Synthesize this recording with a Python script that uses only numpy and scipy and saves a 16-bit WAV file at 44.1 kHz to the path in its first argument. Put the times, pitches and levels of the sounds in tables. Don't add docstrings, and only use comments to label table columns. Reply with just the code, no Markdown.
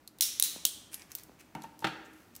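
import sys
import numpy as np
from scipy import signal
from scipy.fft import rfft, irfft
from scipy.io import wavfile
from scipy.ndimage import uniform_filter1d

SR = 44100
rng = np.random.default_rng(int(sys.argv[2]) if len(sys.argv) > 2 else 0)


def master_out(mix):
    frames = np.transpose(np.atleast_2d(mix))
    ceiling = np.clip(frames, -1, 1)
    pcm = np.round(ceiling * 32767).astype(np.int16)
    wavfile.write(sys.argv[1], SR, pcm)


N = 105840

# freq_hz, t60_s
ROOM_DECAY = [(100, 0.22), (300, 1), (800, 0.66), (2000, 0.88), (4000, 0.59), (7000, 0.56), (10000, 0.43),
              (15000, 0.33)]
# freq_hz, density_db
AIR_SPECTRUM = [(18, -48), (32, -18), (55, -3), (130, -3.5), (280, -1), (450, -8.5), (800, -10.5),
                (1500, -14), (3000, -21), (6000, -24.5), (11000, -29), (16000, -25.5)]
# centre_hz, level_db, half_width_hz
HUM_BANDS = [(312, -70, 9.3)]
# time_s, gain_db
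BACKGROUND_SWELL = [(0, -2), (.13, -3.5), (.26, -1), (.55, 2), (.9, -0.5), (1.3, 0.5), (1.47, -1),
                    (2, -0.5), (2.4, 0)]
# centre_s, half_length_s, level_db, tilt_db_per_oct, ring_hz, ring_db
GLOVE_RUBS = [(0.939, 0.018, -47.5, 1, 10100, 7.5), (1.008, 0.029, -57, -1.5, 2420, 4),
              (1.118, 0.014, -54.5, -0.5, 12000, 5), (1.19, 0.021, -55, 2, 4100, 7),
              (1.267, 0.034, -75, 11.5, 12400, 2), (1.404, 0.013, -56, 1, 2500, 5),
              (1.609, 0.038, -63.5, -3.5, 2220, 4), (2.058, .01, -60.5, 1, 6940, 7),
              (2.136, .01, -63.5, -2, 11000, 10), (2.191, .1, -70, 0.5, 12200, 5),
              (2.37, 0.025, -60.5, 1, 6000, 6)]
# freq_hz, gain_db
RUB_SPECTRUM = [(200, -7.5), (1000, -0.5), (2400, 7), (3500, -3), (6000, 1.5), (11000, -3), (16000, -7)]
# start_s, level_db
GLOVE_PLUCKS = [(0.5613, -41), (1.295, -48.5), (1.318, -52)]
# start_s, level_db, tilt_db_per_oct, room_db, ring_hz, ring_db, top_hz
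SPLINTER_TICKS = [(0.0763, -19.5, 2.5, -15.5, 4200, 12, 13300), (0.1862, -27, 1, -15, 3840, 9, 16000),
                  (.199, -35, -9.5, -15, 6000, -4, 16000), (0.6527, -9, 6.5, -12, 15300, 6, 17000),
                  (0.9432, -10, -1, -12.5, 11300, 7, 13200), (0.996, -25, -2, -21, 2400, 12, 11000),
                  (1.020, -26, -7, -10, 5500, 9.5, 14100), (1.118, -19, -0.5, -13, 5900, 10.5, 17000),
                  (1.1516, -10, 0.5, -13, 14800, 8, 17000), (1.1848, -23.5, -3, -31, 7770, 5, 16100),
                  (1.2354, -25.5, 1, -17, 11100, 4, 16300), (1.551, -22, -7, -11, 2170, 12, 14000),
                  (1.621, -23.5, -3.5, -3.5, 4200, 4.5, 13740), (1.637, -35.5, 8, -26, 6200, 22.5, 14000),
                  (1.792, -25.5, -1, 0, 5700, 2.5, 16000), (2.3526, -23.5, 0, -11, 5040, 5.5, 16100),
                  (2.3634, -19, 4.5, -17, 11000, -6, 16200)]
# freq_hz, gain_db
TICK_SPECTRUM = [(200, -20.5), (1000, -38), (2200, -9.5), (4000, -3), (7000, -1), (11000, 0.5),
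                 (15000, 1.5), (16500, -17)]
# start_s, level_db, dull_above_hz, boom_db, clatter_db, hollow_db, room_db
BENCH_KNOCKS = [(1.5506, -13, 1480, 11.5, -1.5, -36.5, -3.5), (1.639, -13.5, 1400, -10, -3, -37, -8.5),
                (1.8219, -13.5, 1380, -3, -5, -39, 1.5), (1.843, 3.5, 4570, 0.5, -3.5, -29.5, -8.5),
                (1.868, -11.5, 4660, 1.5, 5.5, -49, -5)]
# freq_hz, gain_db
BENCH_MODES = [(135, -14), (175, -8), (215, -10.5), (314, -2.5), (500, -12.5), (587, -9.5), (772, -3),
               (809, -2), (1285, -6), (1355, -9), (1491, -8.5), (1810, -1), (2640, -3), (2790, -1.5),
               (3635, -4.5), (4230, -2.5)]
# freq_hz, gain_db
CLATTER_SPECTRUM = [(25, -21.5), (70, -6.5), (200, -1), (450, 1.5), (800, 0), (1080, 1.5), (1400, 3.5),
                    (2200, -3.5), (3000, -0.5), (4300, -6), (6000, -12), (10000, -14), (16000, -16)]
# start_s, level_db, cutoff_hz, cutoff_order, low_ring_hz, low_ring_db,
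# high_ring_hz, high_ring_db, tilt_db_per_oct, crack_s, shiver_db,
# room_db, room_low_hz, room_low_db, room_high_hz, room_high_db
SUPPORT_SNAPS = [(0.2088, 5, 2700, 3.1, 4160, 1, 5800, 4, 2, .0003, -5.5, 2, 5540, 7, 10900, 0.5),
                 (0.3981, 2, 2500, 3, 3660, -2, 12000, 11.5, 0.5, 0.00093, -10.5, -12.5, 3800, 4, 6040, 0),
                 (0.4248, 3, 2500, 1.3, 3900, 7.5, 9560, 10.5, 2.5, 0.00081, -10.5, 1.5, 3980, 4.5, 6400, 1),
                 (0.6519, 6, 2850, 10, 2970, 7, 6650, 6, 1, 0.0024, -1, -8, 3240, 8, 8500, 4.5)]
# freq_hz, gain_db
CRACK_SPECTRUM = [(100, -18), (700, -13.5), (1200, -10), (2500, -6.5), (4000, 1), (4700, -4), (6000, -1),
                  (8000, -4.5), (11000, -2), (13000, -8), (15300, -2.5), (16500, -15)]

FFT_SIZE = 8192
HZ = np.fft.rfftfreq(FFT_SIZE, 1 / SR) + 1
T = np.arange(SR) / SR
WALL_DELAY_S, WALL_DB, EARLY_DB, EARLY_DECAY_S = 0.0112, -11, -1.5, 0.014
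ROOM_TOP_HZ, LOW_CUT_HZ, HIGH_CUT_HZ, AIR_DB = 15750, 34, 16600, -61
RUB_SLIPS_PER_S, RUB_SPREAD_DB, RUB_ROOM_DB = 4000, 3.5, -7
PLUCK_TOP_HZ, PLUCK_END_HZ, PLUCK_FALL_S, PLUCK_FADE_S, PLUCK_ROOM_DB = 1270, 186, 0.0013, 0.0081, -10.5
BENCH_GAIN_DB, BENCH_T60_AT_1KHZ_S, BENCH_LOW_HZ, BOOM_HZ = -34, 0.115, 55, 290
KNOCK_RISE_S, CLATTER_GAIN_DB, CLATTER_DECAY_S = 0.0018, 9.5, 0.0064
HOLLOW_HZ, HOLLOW_T60_S, HOLLOW_RISE_S = 902, 0.055, 0.004
SNAP_SHIVER_S, BASS_LEAK_DB, SNAP_RING_OCT, ROOM_RING_OCT = 0.0032, -7.5, 0.16, 0.13


def amp(db):
    return 10 ** (np.asarray(db) / 20)


def unit(x):
    return x / np.sqrt(np.sum(x ** 2) + 1e-20)


def curve(points, hz=HZ):
    freq_hz, value = np.transpose(points)
    return np.interp(np.log(hz + 1), np.log(freq_hz), value)


def add(mix, start_s, sound):
    part = mix[max(round(start_s * SR), 0):][:len(sound)]
    part += sound[:len(part)]


def colour(x, gain_db):
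    half = FFT_SIZE // 2
    cepstrum = irfft(np.maximum(gain_db, -100) * np.log(10) / 20)
    cepstrum[1:half] *= 2
    cepstrum[half + 1:] = 0
    response = irfft(np.exp(rfft(cepstrum)))[:half]
    return signal.fftconvolve(x, response)[:len(x)]


def low_pass(x, hz):
    return signal.fftconvolve(x, signal.firwin(255, hz, window=("kaiser", 7), fs=SR), "same")


def tilt(db_per_oct):
    return db_per_oct * np.log2(np.maximum(HZ, 1500) / 7000)


def bump(hz, db, width_oct):
    return db * np.exp(-(np.log2(HZ / hz) / width_oct) ** 2)


def burst(fast_s, shiver_s, shiver_db):
    spray, shiver = rng.standard_normal((2, SR))
    spray = np.sign(spray) * np.exp(-T / fast_s)
    shiver = amp(shiver_db) * shiver * np.exp(-T / shiver_s)
    spectrum = rfft(spray + shiver)
    smooth_power = uniform_filter1d(abs(spectrum) ** 2, size=1500)
    return unit(irfft(spectrum / np.sqrt(smooth_power), SR) * (T < 0.5))


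def room(x):
    hz, time_s, noise = signal.stft(rng.standard_normal(SR), SR, nperseg=256)
    decay = amp(-60 * time_s / curve(ROOM_DECAY, hz)[:, None])
    tail = signal.istft(noise * decay, SR, nperseg=256)[1][:SR]
    tail = unit(tail * (1 + amp(EARLY_DB) * np.exp(-T / EARLY_DECAY_S)))
    wall = amp(WALL_DB) * burst(fast_s=0.0021, shiver_s=0.0027, shiver_db=-6.5)
    echo = low_pass(signal.fftconvolve(x, tail + wall)[:SR], ROOM_TOP_HZ)
    return np.concatenate([np.zeros(round(WALL_DELAY_S * SR)), echo])[:SR]


def background():
    hz = np.fft.rfftfreq(N, 1 / SR)
    bed = amp(AIR_DB) * unit(irfft(rfft(rng.standard_normal(N)) * amp(curve(AIR_SPECTRUM, hz)), N))
    for centre_hz, level_db, half_width_hz in HUM_BANDS:
        hum_spectrum = rfft(rng.standard_normal(N)) / (1 + ((hz - centre_hz) / half_width_hz) ** 2)
        bed += amp(level_db) * unit(irfft(hum_spectrum, N))
    swell = amp(np.interp(np.arange(N) / SR, *np.transpose(BACKGROUND_SWELL)))
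    return np.sqrt(N) * swell * low_pass(bed, ROOM_TOP_HZ)


def rub(centre_s, half_length_s, level_db, tilt_db_per_oct, ring_hz, ring_db):
    slips = rng.standard_normal(SR) * amp(RUB_SPREAD_DB * np.minimum(rng.exponential(1, SR), 4))
    slips *= rng.random(SR) < RUB_SLIPS_PER_S / SR
    shape_db = curve(RUB_SPECTRUM) + tilt(tilt_db_per_oct) + bump(ring_hz, ring_db, width_oct=0.33)
    swell = np.exp(-(T / half_length_s - 3) ** 2)
    stroke = amp(level_db) * np.sqrt(SR) * unit(colour(slips, shape_db)) * swell
    return centre_s - 3 * half_length_s, stroke + amp(RUB_ROOM_DB) * room(stroke)


def pluck(start_s, level_db):
    pitch_hz = PLUCK_END_HZ + (PLUCK_TOP_HZ - PLUCK_END_HZ) * np.exp(-T / PLUCK_FALL_S)
    fade = np.exp(-(T / PLUCK_FADE_S) ** 2)
    blip = amp(level_db) * np.sin(2 * np.pi * np.cumsum(pitch_hz) / SR) * fade
    return start_s, blip + amp(PLUCK_ROOM_DB) * room(blip)


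def tick(start_s, level_db, tilt_db_per_oct, room_db, ring_hz, ring_db, top_hz):
    click = burst(fast_s=0.00063, shiver_s=0.0053, shiver_db=-12.5)
    click += amp(room_db) * room(signal.unit_impulse(SR))
    shape_db = curve(TICK_SPECTRUM) + tilt(tilt_db_per_oct) + bump(ring_hz, ring_db, width_oct=0.25)
    rolloff_db = -10 * np.log10(1 + (HZ / top_hz) ** 20)
    return start_s, colour(click, level_db + shape_db + rolloff_db)


def bench_mode(hz, gain_db):
    t60_s = BENCH_T60_AT_1KHZ_S * (hz / 1000) ** -0.45
    return amp(gain_db - 60 * T / t60_s) * np.sin(2 * np.pi * (hz * T + rng.random()))


def knock(start_s, level_db, dull_above_hz, boom_db, clatter_db, hollow_db, room_db):
    ring = amp(BENCH_GAIN_DB) * sum(bench_mode(*mode) for mode in BENCH_MODES)
    noise = unit(rng.standard_normal(SR) * np.exp(-T / CLATTER_DECAY_S))
    clatter = colour(noise, curve(CLATTER_SPECTRUM) + CLATTER_GAIN_DB + clatter_db)
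    blow = (ring + clatter) * (1 - np.exp(-T / KNOCK_RISE_S))
    band_db = -10 * np.log10(1 + (HZ / dull_above_hz) ** 3 + (BENCH_LOW_HZ / HZ) ** 6)
    shelf_db = boom_db / (1 + (HZ / BOOM_HZ) ** 4)
    blow = colour(blow, level_db + band_db + shelf_db)
    tok_envelope = 2 * amp(hollow_db - 60 * T / HOLLOW_T60_S) * (1 - np.exp(-T / HOLLOW_RISE_S))
    direct = blow + tok_envelope * np.sin(2 * np.pi * HOLLOW_HZ * T)
    return start_s, direct + amp(room_db) * room(direct)


def snap(start_s, level_db, cutoff_hz, cutoff_order, low_ring_hz, low_ring_db,
         high_ring_hz, high_ring_db, tilt_db_per_oct, crack_s, shiver_db,
         room_db, room_low_hz, room_low_db, room_high_hz, room_high_db):
    radiation = amp(BASS_LEAK_DB) + 1 / np.sqrt(1 + (cutoff_hz / HZ) ** (2 * cutoff_order))
    body_db = level_db + curve(CRACK_SPECTRUM) + 20 * np.log10(radiation) + tilt(tilt_db_per_oct)
    rings_db = bump(low_ring_hz, low_ring_db, SNAP_RING_OCT)
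    rings_db += bump(high_ring_hz, high_ring_db, SNAP_RING_OCT)
    direct = colour(burst(crack_s, SNAP_SHIVER_S, shiver_db), body_db + rings_db)
    side_db = bump(room_low_hz, room_low_db, ROOM_RING_OCT)
    side_db += bump(room_high_hz, room_high_db, ROOM_RING_OCT)
    sideways = colour(signal.unit_impulse(SR), body_db + room_db + side_db)
    return start_s, direct + room(sideways)


def scene():
    mix = background()
    for source, events in ((snap, SUPPORT_SNAPS), (tick, SPLINTER_TICKS), (knock, BENCH_KNOCKS),
                           (pluck, GLOVE_PLUCKS), (rub, GLOVE_RUBS)):
        for event in events:
            add(mix, *source(*event))
    return mix[None]


def record(dry):
    thinned = signal.sosfilt(signal.butter(2, LOW_CUT_HZ, "high", fs=SR, output="sos"), dry[0])
    return low_pass(thinned, HIGH_CUT_HZ)[None]


dry = scene()
out = record(dry)
master_out(out)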